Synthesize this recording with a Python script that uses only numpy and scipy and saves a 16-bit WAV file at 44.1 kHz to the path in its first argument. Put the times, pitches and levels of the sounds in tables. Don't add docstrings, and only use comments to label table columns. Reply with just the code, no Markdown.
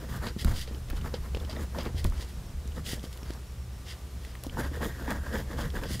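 import sys
import numpy as np
from scipy import signal
from scipy.fft import rfft, irfft
from scipy.io import wavfile
from scipy.ndimage import uniform_filter1d, map_coordinates

SR = 44100
rng = np.random.default_rng(int(sys.argv[2]) if len(sys.argv) > 2 else 0)


def amplitude_ratio(level_db):
    exponent = np.asarray(level_db, float) / 20
    return 10 ** exponent


def materialize(psi):
    bounded = np.clip(np.atleast_2d(psi).T, -1, 1)
    quanta = np.round(bounded * 32767).astype(np.int16)
    wavfile.write(sys.argv[1], SR, quanta)


N = 264600
T = np.arange(N) / SR
COARSE = T[::40]


def level(x, db):
    return x * amplitude_ratio(db) / np.sqrt(np.mean(x ** 2))


def ring(x, hz, width_hz):
    return signal.lfilter(*signal.iirpeak(hz, hz / width_hz, fs=SR), x)


def walk(rate_hz):
    steps = rng.standard_normal(2000)
    curve = map_coordinates(steps, [COARSE * rate_hz], order=2, prefilter=False)
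    return np.interp(T, COARSE, curve) * 1.356


def body(x, modes, patchy_db=0., rate_hz=12):
    out = np.zeros(N)
    for k, (hz, width_hz, db) in enumerate(modes):
        gain = amplitude_ratio(db + patchy_db * walk(rate_hz))
        out += (-1) ** k * gain * ring(x, hz, width_hz)
    return out


def colour(x, points):
    hz, db = np.transpose(points)
    bins_hz = np.maximum(np.fft.rfftfreq(N, 1 / SR), 1)
    gain_db = np.interp(np.log(bins_hz), np.log(hz), db)
    return irfft(rfft(x) * amplitude_ratio(gain_db), N)


def smooth(gains):
    return [np.interp(T, COARSE, g) for g in gains]


def swells(start_s, hold_s, peaks_db, rise_db_s, fall_db_s, bend_db_s2=0.):
    early = np.maximum(start_s[:, None] - COARSE, 0)
    late = np.maximum(COARSE - (start_s + hold_s)[:, None], 0)
    drop_db = rise_db_s * early + fall_db_s * late + bend_db_s2 * (early + late) ** 2
    return np.sqrt(amplitude_ratio(2 * np.array(peaks_db)) @ amplitude_ratio(-2 * drop_db))


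def air():
    # frequency in Hz, level in dB per Hz
    floor = [(47, -24), (80, -2.5), (109, -14), (189, -15), (295, -22.5), (351, -19.5), (713, -26.5),
             (971, -28), (2200, -32.5), (5560, -36), (12900, -41), (15700, -46.5)]
    hiss = colour(rng.standard_normal(N), floor)
    return level(amplitude_ratio(.5 * walk(9.8)) * hiss, -48.5)


def fan():
    # frequency in Hz, unsteadiness (x 0.5 dB), level in dB
    hum = [(61.06, 1.5, -43), (122.5, 5.4, -52), (183, 4.0, -58.5), (70.7, 5.0, -49), (1177, 3.7, -72.5)]
    turn_s = np.cumsum(1 + 0.01098 * walk(6)) / SR
    out = np.zeros(N)
    for hz, swell, db in hum:
        clock_s = turn_s if hz < 500 else T
        gain = np.sqrt(2) * amplitude_ratio(db + 0.5 * swell * walk(6.9))
        out += gain * np.sin(2 * np.pi * hz * clock_s)
    return out


def cricket():
    # first chirp in seconds, chirp count, period in seconds, level in dB
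    phrases = [
        (.04, 4, .137, -2),
        (.75, 7, .163, -4),
        (1.98, 1, .14, -3),
        (2.21, 3, .14, 0),
        (2.63, 2, .135, -5),
        (2.95, 8, .134, 0),
        (4.02, 3, .134, -5),
        (4.43, 3, .134, -1),
        (4.99, 3, .145, -1),
        (5.73, 2, .15, -1),
    ]
    pulse = np.zeros(len(COARSE))
    for s, count, period_s, db in phrases:
        for k in range(count):
            away_s = abs(COARSE - s - k * period_s)
            pulse += amplitude_ratio(db) * np.clip((.045 - away_s) / 0.015, 0, 1)
    tone = np.sin(2 * np.pi * 5566 * T + 0.78 * walk(36))
    return amplitude_ratio(-64 + .4 * walk(6.8)) * smooth([pulse])[0] * tone


def arm(push):
    # start in seconds, sway in dB, foam bounce in dB, desk top flex in dB
    jolts = [(.15, -39, -45, -32), (0.499, -33, -49, -27.5), (.95, -33, -34, -59), (1.03, -44, -47, -32),
             (.75, -46, -34, -55), (1.2, -38, -39, -45), (1.35, -36, -33, -38.5), (1.48, -44, -33, -47),
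             (1.6, -53, -32, -65), (1.8, -54, -33.5, -53), (1.99, -56, -29, -46), (2.08, -30.5, -44, -33),
             (2.16, -44.5, -32, -58), (2.52, -39, -32, -40), (2.38, -43, -38, -37),
             (2.7, -40.5, -33.5, -54), (2.8, -37.5, -46, -38), (3.27, -56, -40, -64), (4.51, -43, -46, -59),
             (4.68, -52, -33, -68), (5.651, -56, -56, -32), (5.8, -38, -37, -46), (5.93, -49, -50, -29.5)]
    still_db, writing_db, lag_s = (-55, -46, -50), (-6, 3, -1), 0.13
    start_s, *peaks_db = np.transpose(jolts)
    jolted = swells(start_s, 0 * start_s, peaks_db, rise_db_s=141, fall_db_s=147)
    lagged = uniform_filter1d(push, size=int(lag_s / COARSE[1]))
    writing = amplitude_ratio(np.array(writing_db))[:, None] * lagged
    return np.hypot(np.hypot(jolted, writing), amplitude_ratio(np.array(still_db))[:, None])


def desk(sway, bounce, flex):
    # start in seconds, peak in dB, push length in seconds, foam rebound in dB
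    thumps = [
        (.454, -8.5, .011, -12),
        (.479, -14, .018, -12),
        (.909, -21, .016, 0),
        (1.946, -26, .008, 16),
        (2.052, -15, .011, 4),
    ]
    # frequency in Hz, width in Hz, level in dB
    thud = [(24.6, 9.6, -9.5), (100, 24, -4)]
    push, foam_push = np.zeros(N), np.zeros(N)
    for s, db, length_s, rebound_db in thumps:
        blow = amplitude_ratio(db) * np.sin(np.pi * np.clip((T - s) / length_s, 0, 1)) ** 2
        push += blow
        foam_push += amplitude_ratio(rebound_db) * blow
    rebound = ring(foam_push, 77.0, 13.4)
    rock = level(ring(ring(sway * rng.standard_normal(N), 36.0, 33.0), 41.0, 37.0), -41.0)
    foam_modes = [(67.3, 12.8, 0.5), (78.1, 13.3, -3.0)]  # Hz, width Hz, dB
    foam = level(body(bounce * rng.standard_normal(N), foam_modes), -40.0)
    board = level(ring(ring(flex * rng.standard_normal(N), 103.5, 42.0), 154.0, 72.0), -45.0)
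    thump = push - ring(push, 7.6, 37.0) + body(push, thud) + rebound
    return rock + foam + board + thump


def knocks():
    # start in seconds, peak in dB, pitch in Hz, 60 dB decay in seconds
    hits = [(0.092, -40, 221, 0.079), (0.319, -43, 328, 0.017), (0.364, -25, 201, 0.028),
            (0.447, -25.5, 195, 0.074), (0.677, -39, 470, 0.032), (.745, -38, 333, 0.023),
            (0.711, -32, 244, 0.023), (0.931, -29.5, 300, 0.021), (1.14, -25.5, 487, 0.03),
            (1.347, -22.5, 476, 0.011), (1.37, -21, 484, 0.011), (1.448, -33, 304, 0.016),
            (1.492, -40.5, 637, 0.046), (1.758, -35, 234, 0.023), (1.789, -28, 215, 0.034),
            (1.946, -32, 138, 0.065), (2.058, -35, 137, 0.048), (1.786, -21.5, 524, 0.013),
            (2.0482, -19.5, 200, 0.02), (2.655, -38.5, 234, 0.03), (2.933, -18, 239, 0.009),
            (3.04, -20.5, 247, 0.0058), (3.229, -29, 202, 0.011), (3.304, -24.5, 332, 0.013),
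            (4.466, -27, 272, 0.024), (4.564, -41, 250, 0.032), (4.715, -36.5, 288, 0.065),
            (4.773, -36, 460, 0.032), (5.503, -32, 323, 0.021), (5.741, -33.5, 396, 0.028),
            (5.08, -32.5, 258, 0.11), (5.908, -26.5, 203, 0.023), (5.956, -26.5, 260, 0.0085)]
    out, t = np.zeros(N + SR), T[:4000]
    for s, db, hz, t60_s in hits:
        fade = (1 - np.exp(-t / 0.00097)) * np.exp(-np.log(1000) * t / t60_s)
        tone = np.sin(2 * np.pi * hz * t)
        tone += amplitude_ratio(-10.5) * np.sin(2 * np.pi * 1.66 * hz * t)
        clack_db = -7 + 5 * np.log2(hz / 480)
        tone += amplitude_ratio(clack_db) * np.exp(-t / 0.0012) * np.sin(2 * np.pi * 1150.0 * t)
        out[int(s * SR):][:4000] += amplitude_ratio(db + 6.0) * fade * tone
    return out[:N]


def ticks():
    # start in seconds, peak in dB, centre in Hz, bright edge in dB
    small_touches = [(0.447, -28, 4530, -35.5), (0.6753, -37.5, 3070, -54), (0.747, -41.5, 3240, -62),
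                     (0.901, -34.5, 3020, -41.5), (1.013, -45, 3100, -64), (1.1407, -33.5, 4330, -79),
                     (1.3486, -33, 2800, -49), (1.371, -38.5, 3090, -57), (1.4002, -41, 3510, -59),
                     (1.4489, -40.5, 2980, -57), (1.496, -45, 4670, -62), (1.7874, -35, 4130, -52),
                     (1.854, -36.5, 3660, -58), (1.869, -38, 2700, -54), (2.0437, -30, 3920, -36.5),
                     (2.0994, -41, 6890, -54), (2.676, -42, 5770, -55), (2.995, -42, 3200, -64),
                     (3.051, -42, 2680, -53), (3.129, -40, 3500, -52), (3.1747, -38.5, 3020, -45),
                     (3.231, -47, 5400, -66), (3.306, -35.5, 3800, -49), (3.336, -42, 5600, -64),
                     (4.437, -35, 3740, -37), (4.4668, -38, 4440, -49), (4.497, -48, 3000, -72),
                     (5.106, -31, 3360, -37.5), (5.703, -37.5, 3150, -56), (5.836, -35.5, 3270, -50),
                     (0.933, -41, 890, -67), (1.5637, -43, 1910, -57), (1.748, -40, 1070, -75),
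                   (2.0489, -32.5, 960, -48), (2.1234, -43, 1190, -66), (4.249, -43.5, 2030, -66),
                   (4.353, -37.5, 1430, -51), (4.5708, -40, 890, -68), (5.079, -34, 980, -67),
                   (.908, -37.5, 1320, -59), (4.447, -41, 770, -66), (5.9965, -30, 3000, -36),
                     (.0937, -46, 4610, -58), (0.886, -44, 3000, -63), (.915, -44, 3020, -68),
                   (.927, -46, 2300, -60), (1.016, -47, 3900, -64), (1.767, -54, 9000, -55),
                   (1.7853, -43, 1200, -64), (1.8327, -50, 7000, -55), (1.88, -49, 1600, -62),
                   (2.058, -45, 6000, -61), (2.864, -35, 3140, -64), (4.2505, -42.5, 4400, -54),
                   (4.597, -37, 3460, -40), (4.835, -43, 1600, -56), (4.846, -34, 1800, -41),
                   (5.329, -40, 3650, -61), (5.356, -33, 1690, -64), (5.5907, -49, 4620, -58),
                   (5.602, -40, 1500, -48), (5.653, -44, 4800, -66), (5.765, -39, 1680, -66),
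                   (5.814, -44, 2500, -62)]
    out, t = np.zeros(N + SR), T[:1500]
    for s, db, hz, edge_db in small_touches:
        noise = rng.standard_normal(1500)
        clatter = (t == 0) + 0.095 * noise ** 2 * np.sign(noise) * np.exp(-t / 0.0031)
        wide = np.clip(1.5 + .04 * (edge_db - db), .45, 1.3)
        mid = ring(ring(clatter, hz, wide * hz), hz, min(2 * wide * hz, .35 * SR))
        edge = ring(ring(clatter * np.exp(-t / .0025), 9500., 12000.), 12500., 14000.)
        touch = amplitude_ratio(db + 5.0) * mid / abs(mid).max() + amplitude_ratio(edge_db + 16) * edge / abs(edge).max()
        out[int(s * SR):][:1500] += touch
    return out[:N]


def pings():
    # start in seconds, peak in dB, pitch in Hz, 60 dB decay in seconds
    flicks = [(.9335, -39, 800, 0.0081), (1.7475, -42, 1100, .01), (4.466, -39, 696, 0.0094),
              (4.249, -45, 1900, .01), (1.8327, -48, 12000, .003), (5.08, -36, 1600, 0.0099),
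              (0.4467, -30.5, 1370, 0.0077), (1.7862, -34, 5300, .006), (1.786, -35, 2500, .005),
              (3.162, -46, 990, .008), (3.2315, -46, 5500, .014), (3.2315, -44, 2500, .007),
              (3.306, -39, 1690, .007), (3.318, -46, 3800, .005), (4.4366, -38, 1500, .005),
              (1.076, -45, 1900, .006), (5.389, -42, 3800, .004), (1.011, -44, 2920, .008),
              (1.3483, -36, 2840, .007), (1.4025, -43, 3500, .01), (1.449, -36, 3120, 0.0056),
              (1.4965, -40, 4900, .008), (1.565, -42, 3720, .012), (1.565, -36.5, 1910, 0.012),
              (2.0447, -39, 3600, .007), (2.0495, -40, 1600, .007), (2.0522, -33, 900, 0.0056),
              (2.1225, -34, 1200, 0.0061), (2.6572, -48, 3820, .006), (2.7201, -44.5, 2960, .008),
              (2.762, -45, 3630, .006), (4.4967, -34, 3040, 0.0075), (4.652, -39, 4600, .005),
              (4.846, -34, 3330, 0.009), (4.854, -34, 3340, 0.0093), (5.703, -36.5, 3240, .007)]
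    # start in seconds, peak in dB, pitch in Hz
    catches = [(0.092, -40, 1160), (0.127, -31, 1830), (0.14, -29, 1080), (0.225, -45, 759),
               (0.24, -33, 1140), (0.266, -24, 935), (4.571, -22, 904), (4.641, -34, 1630),
               (4.653, -30, 1630), (4.738, -45, 1870), (4.808, -31, 970), (4.821, -33, 1330),
               (4.83, -24, 1620), (4.838, -26, 1660), (4.895, -41, 1650), (4.997, -34, 1630),
               (5.078, -35, 970), (5.145, -38, 1610), (5.27, -33, 1070), (5.335, -37, 1490),
               (5.348, -27, 1740), (5.506, -37, 1750), (5.511, -34, 1180), (5.584, -29, 1020),
               (5.752, -29, 1730), (5.818, -34, 1010), (5.835, -27, 1580)]
    caught = [(s, db - 8, hz, 0.014) for s, db, hz in catches]
    out, t = np.zeros(N + SR), T[:2000]
    for s, db, hz, t60_s in flicks + caught:
        fade = (1 - np.exp(-t / 0.00026)) * np.exp(-np.log(1000) * t / t60_s)
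        out[int(s * SR):][:2000] -= amplitude_ratio(db + 5.5) * fade * np.sin(2 * np.pi * hz * t)
    return out[:N]


def played(table, rise_db_s, fall_db_s):
    start_s, hold_s, *peaks_db = np.transpose(table)
    return swells(start_s, hold_s, peaks_db, rise_db_s, fall_db_s, bend_db_s2=6000)


def hand():
    # start in seconds, hold in seconds, push into the pad in dB, fibre scratch in dB
    strokes = [(0.0, 0.038, -41.5, -48.5), (.1, 0.017, -47, -46), (.13, 0.041, -42, -44),
               (.232, 0.049, -36.5, -40.5), (.29, 0.004, -54, -54), (.455, 0.0058, -36, -49),
               (.475, 0.045, -38.5, -43), (.56, 0.017, -44.5, -53), (.62, 0.018, -56, -57),
               (.7, 0.081, -49.5, -56.5), (.91, 0.016, -43, -55), (.96, 0.018, -46.5, -48.5),
               (1.02, .005, -56, -66), (1.055, 0.011, -39, -42.5), (1.14, 0.015, -39.5, -47),
               (1.25, 0.011, -44.5, -48.5), (1.355, 0.013, -42.5, -52), (1.41, 0.017, -43, -51.5),
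               (1.5, 0.048, -43, -50), (1.575, 0.053, -38, -46.5), (1.758, 0.021, -36.5, -45),
               (1.795, 0.0043, -36, -42), (1.82, 0.041, -44.5, -49.5), (1.865, 0.0089, -34, -44),
               (1.956, .005, -43.5, -62), (2.055, 0.0065, -39, -49.5), (2.14, 0.11, -51, -54.5),
               (2.776, 0.002, -38.5, -45), (2.868, 0.1, -45, -53), (3.051, .005, -48, -56),
               (3.15, 0.22, -54.5, -56.5), (3.87, 0.083, -56, -57.5), (4.25, 0.029, -54, -74),
               (4.44, 0.036, -46.5, -60)]
    loops = [(4.535, 0.0083, -47, -52), (5.21, .01, -54, -55), (5.46, 0.011, -48, -54),
             (4.59, 0.02, -30.5, -38.5), (4.64, 0.025, -39, -42), (4.74, 0.036, -42, -44.5),
             (4.812, .005, -41, -48), (4.827, 0.021, -34.5, -38.5), (4.86, 0.0059, -33, -52),
             (4.893, 0.006, -42.5, -44), (4.99, 0.066, -41, -46), (4.94, .02, -48, -51.5),
             (5.082, 0.025, -39, -41), (5.112, 0.0043, -34, -38), (5.15, 0.018, -37, -43),
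             (5.265, 0.02, -38.5, -44), (5.31, .01, -39, -48.5), (5.24, .005, -46, -51),
             (5.348, 0.011, -34, -38.5), (5.39, 0.019, -37.5, -42.5), (5.51, 0.024, -40, -43),
             (5.59, 0.018, -32, -38.5), (5.635, 0.023, -39, -41), (5.757, 0.021, -35, -40),
             (5.835, 0.015, -35, -41.5), (5.9, 0.042, -45, -50.5)]
    # start in seconds, hold in seconds, hiss in dB, sizzle in dB
    slides = [(.1, 0.065, -59, -61), (.245, 0.015, -52, -65), (.41, 0.0086, -41.5, -50),
              (.475, 0.079, -50, -55.5), (.565, 0.059, -40, -51), (.683, 0.0028, -48.5, -68),
              (.97, 0.0089, -49.5, -62), (1.35, 0.016, -56, -67), (1.56, 0.0085, -54, -66),
              (1.615, 0.016, -52.5, -55.5), (1.85, 0.022, -54, -69), (1.983, 0.017, -42.5, -57),
              (2.06, 0.012, -50, -56), (2.16, 0.019, -53, -66), (2.21, 0.012, -43.5, -54.5),
              (2.285, 0.013, -52, -64), (2.774, 0.0041, -52, -63), (2.871, 0.068, -38.5, -46.5),
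              (3.055, 0.004, -56, -60), (3.13, 0.0039, -54, -58), (3.26, 0.077, -56, -74),
              (3.88, 0.046, -45, -59), (4.22, 0.1, -56, -75), (4.45, .01, -54, -58),
              (4.595, 0.011, -64, -54), (4.845, 0.026, -53, -53), (5.108, .012, -62, -59),
              (5.36, 0.029, -47.5, -55.5), (5.6, 0.025, -45, -54.5), (5.86, 0.021, -48, -68),
              (5.91, 0.036, -40, -47.5), (5.97, .03, -49, -55)]
    landings = [
        (.267, 0.015, -38, -62),
        (.388, 0.026, -41, -57),
        (3.03, 0.018, -50, -58),
        (1.141, 0.0056, -40.5, -70),
        (1.496, 0.03, -44, -64),
        (1.786, 0.029, -43.5, -70),
    ]
    push, scratch = np.hypot(played(strokes, 322, 277), played(loops, 322, 275))
    sliding = np.hypot(played(slides, 420, 387), played(landings, 4000, 420))
    under_scratch_db = np.array([[-10], [-17.5]])
    hiss, sizzle = np.hypot(sliding, amplitude_ratio(under_scratch_db) * scratch)
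    rest_db = np.array((-64, -69.5, -66, -69))
    return np.hypot([push, scratch, hiss, sizzle], amplitude_ratio(rest_db)[:, None])


def fibres(rate_hz, spread_db):
    snaps = rng.random(N) < rate_hz / SR
    size = np.minimum(rng.exponential(size=N), 4.5)
    return snaps * rng.standard_normal(N) * amplitude_ratio(spread_db * size)


def nib(push, scratch, hiss, sizzle):
    # frequency in Hz, width in Hz, level in dB
    pad_modes = [(215, 43.4, 2.5), (361, 97, -4.5), (468.5, 64, -1), (666, 170, -9.5)]
    pen_modes = [(923, 250, 2.5), (1290, 330, 3), (1600, 305, 2), (1830, 200, 3), (2180, 320, -6),
                 (3620, 220, -17)]
    slide_modes = [(1900, 253, 8), (3125, 630, 7.5), (4240, 1130, 4.5), (4800, 470, 9.5), (6500, 2500, -12),
                   (6800, 500, -29)]
    tip_modes = [(7000, 640, -0.5), (9930, 470, 4.5), (10400, 540, -5), (11600, 250, 6), (12800, 600, -3.5),
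                 (13400, 620, 5.5), (14700, 900, -2)]
    tine_modes = [(1580, 260, 1.7), (1890, 220, 2.5)]
    barrel_modes = [(900, 194, 4), (1290, 340, -2), (2090, 160, -7.5), (2550, 480, -11.5),
                    (3320, 240, -5.5)]

    coarse = amplitude_ratio(1.94 * walk(90)) * fibres(1500, spread_db=0.5)
    fine = amplitude_ratio(1.0 * walk(150)) * fibres(15000, spread_db=2.5)

    pad = body(coarse * push, pad_modes, patchy_db=1.5, rate_hz=40)
    pad = level(ring(pad, 303.0, 1030.0), -45.0)

    drag = (level(coarse, -4.5) + level(fine, -7.0)) * scratch
    flat_grip = (T > 4.52) | (T < .2)
    looped = drag * flat_grip
    pressure = (scratch / amplitude_ratio(-36)) ** 0.49
    barrel = body(looped * pressure, barrel_modes, patchy_db=1.0, rate_hz=38)
    pen = body(drag - looped, pen_modes, patchy_db=1.3, rate_hz=40)
    pen += body(looped, tine_modes, patchy_db=2.0, rate_hz=25) - barrel
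    pen = level(pen - 0.58 * ring(pen, 3100.0, 870.0), -48.5)

    slide = body(fine * hiss, slide_modes, patchy_db=0.6)
    slide = level(slide - 0.55 * ring(slide, 2450.0, 380.0), -52.0)

    pressed = scratch ** 2 / (scratch ** 2 + amplitude_ratio(10.) * hiss ** 2)
    tines = body(fine * sizzle * np.sqrt(pressed), tip_modes, patchy_db=1.5)
    sheet = ring(fine * sizzle * np.sqrt(1 - 0.53 * pressed), 9300.0, 6700.0)
    return pad + pen + slide + level(amplitude_ratio(3.5) * tines + sheet, -56.5)


def scene():
    # frequency in Hz, level in dB
    wide = [(25, -24), (60, -44), (200, -27), (400, -21.5), (800, -16.5), (3000, -10), (15000, -9)]
    motion = hand()
    background = air() + fan() + cricket()
    contacts = desk(*smooth(arm(motion[0]))) + knocks() + ticks() + pings()
    mid = background + contacts + nib(*smooth(motion))
    side = colour(air(), wide)
    return np.array([mid + side, mid - side])


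def low_pass(x):
    return signal.sosfilt(signal.butter(12, 16670, fs=SR, output="sos"), x)


def record(dry):
    steep = signal.ellip(10, .3, 26, 15680, fs=SR, output="sos")
    cut = signal.sosfilt(steep, dry)
    return low_pass(cut)


dry = scene()
out = record(dry)
materialize(out)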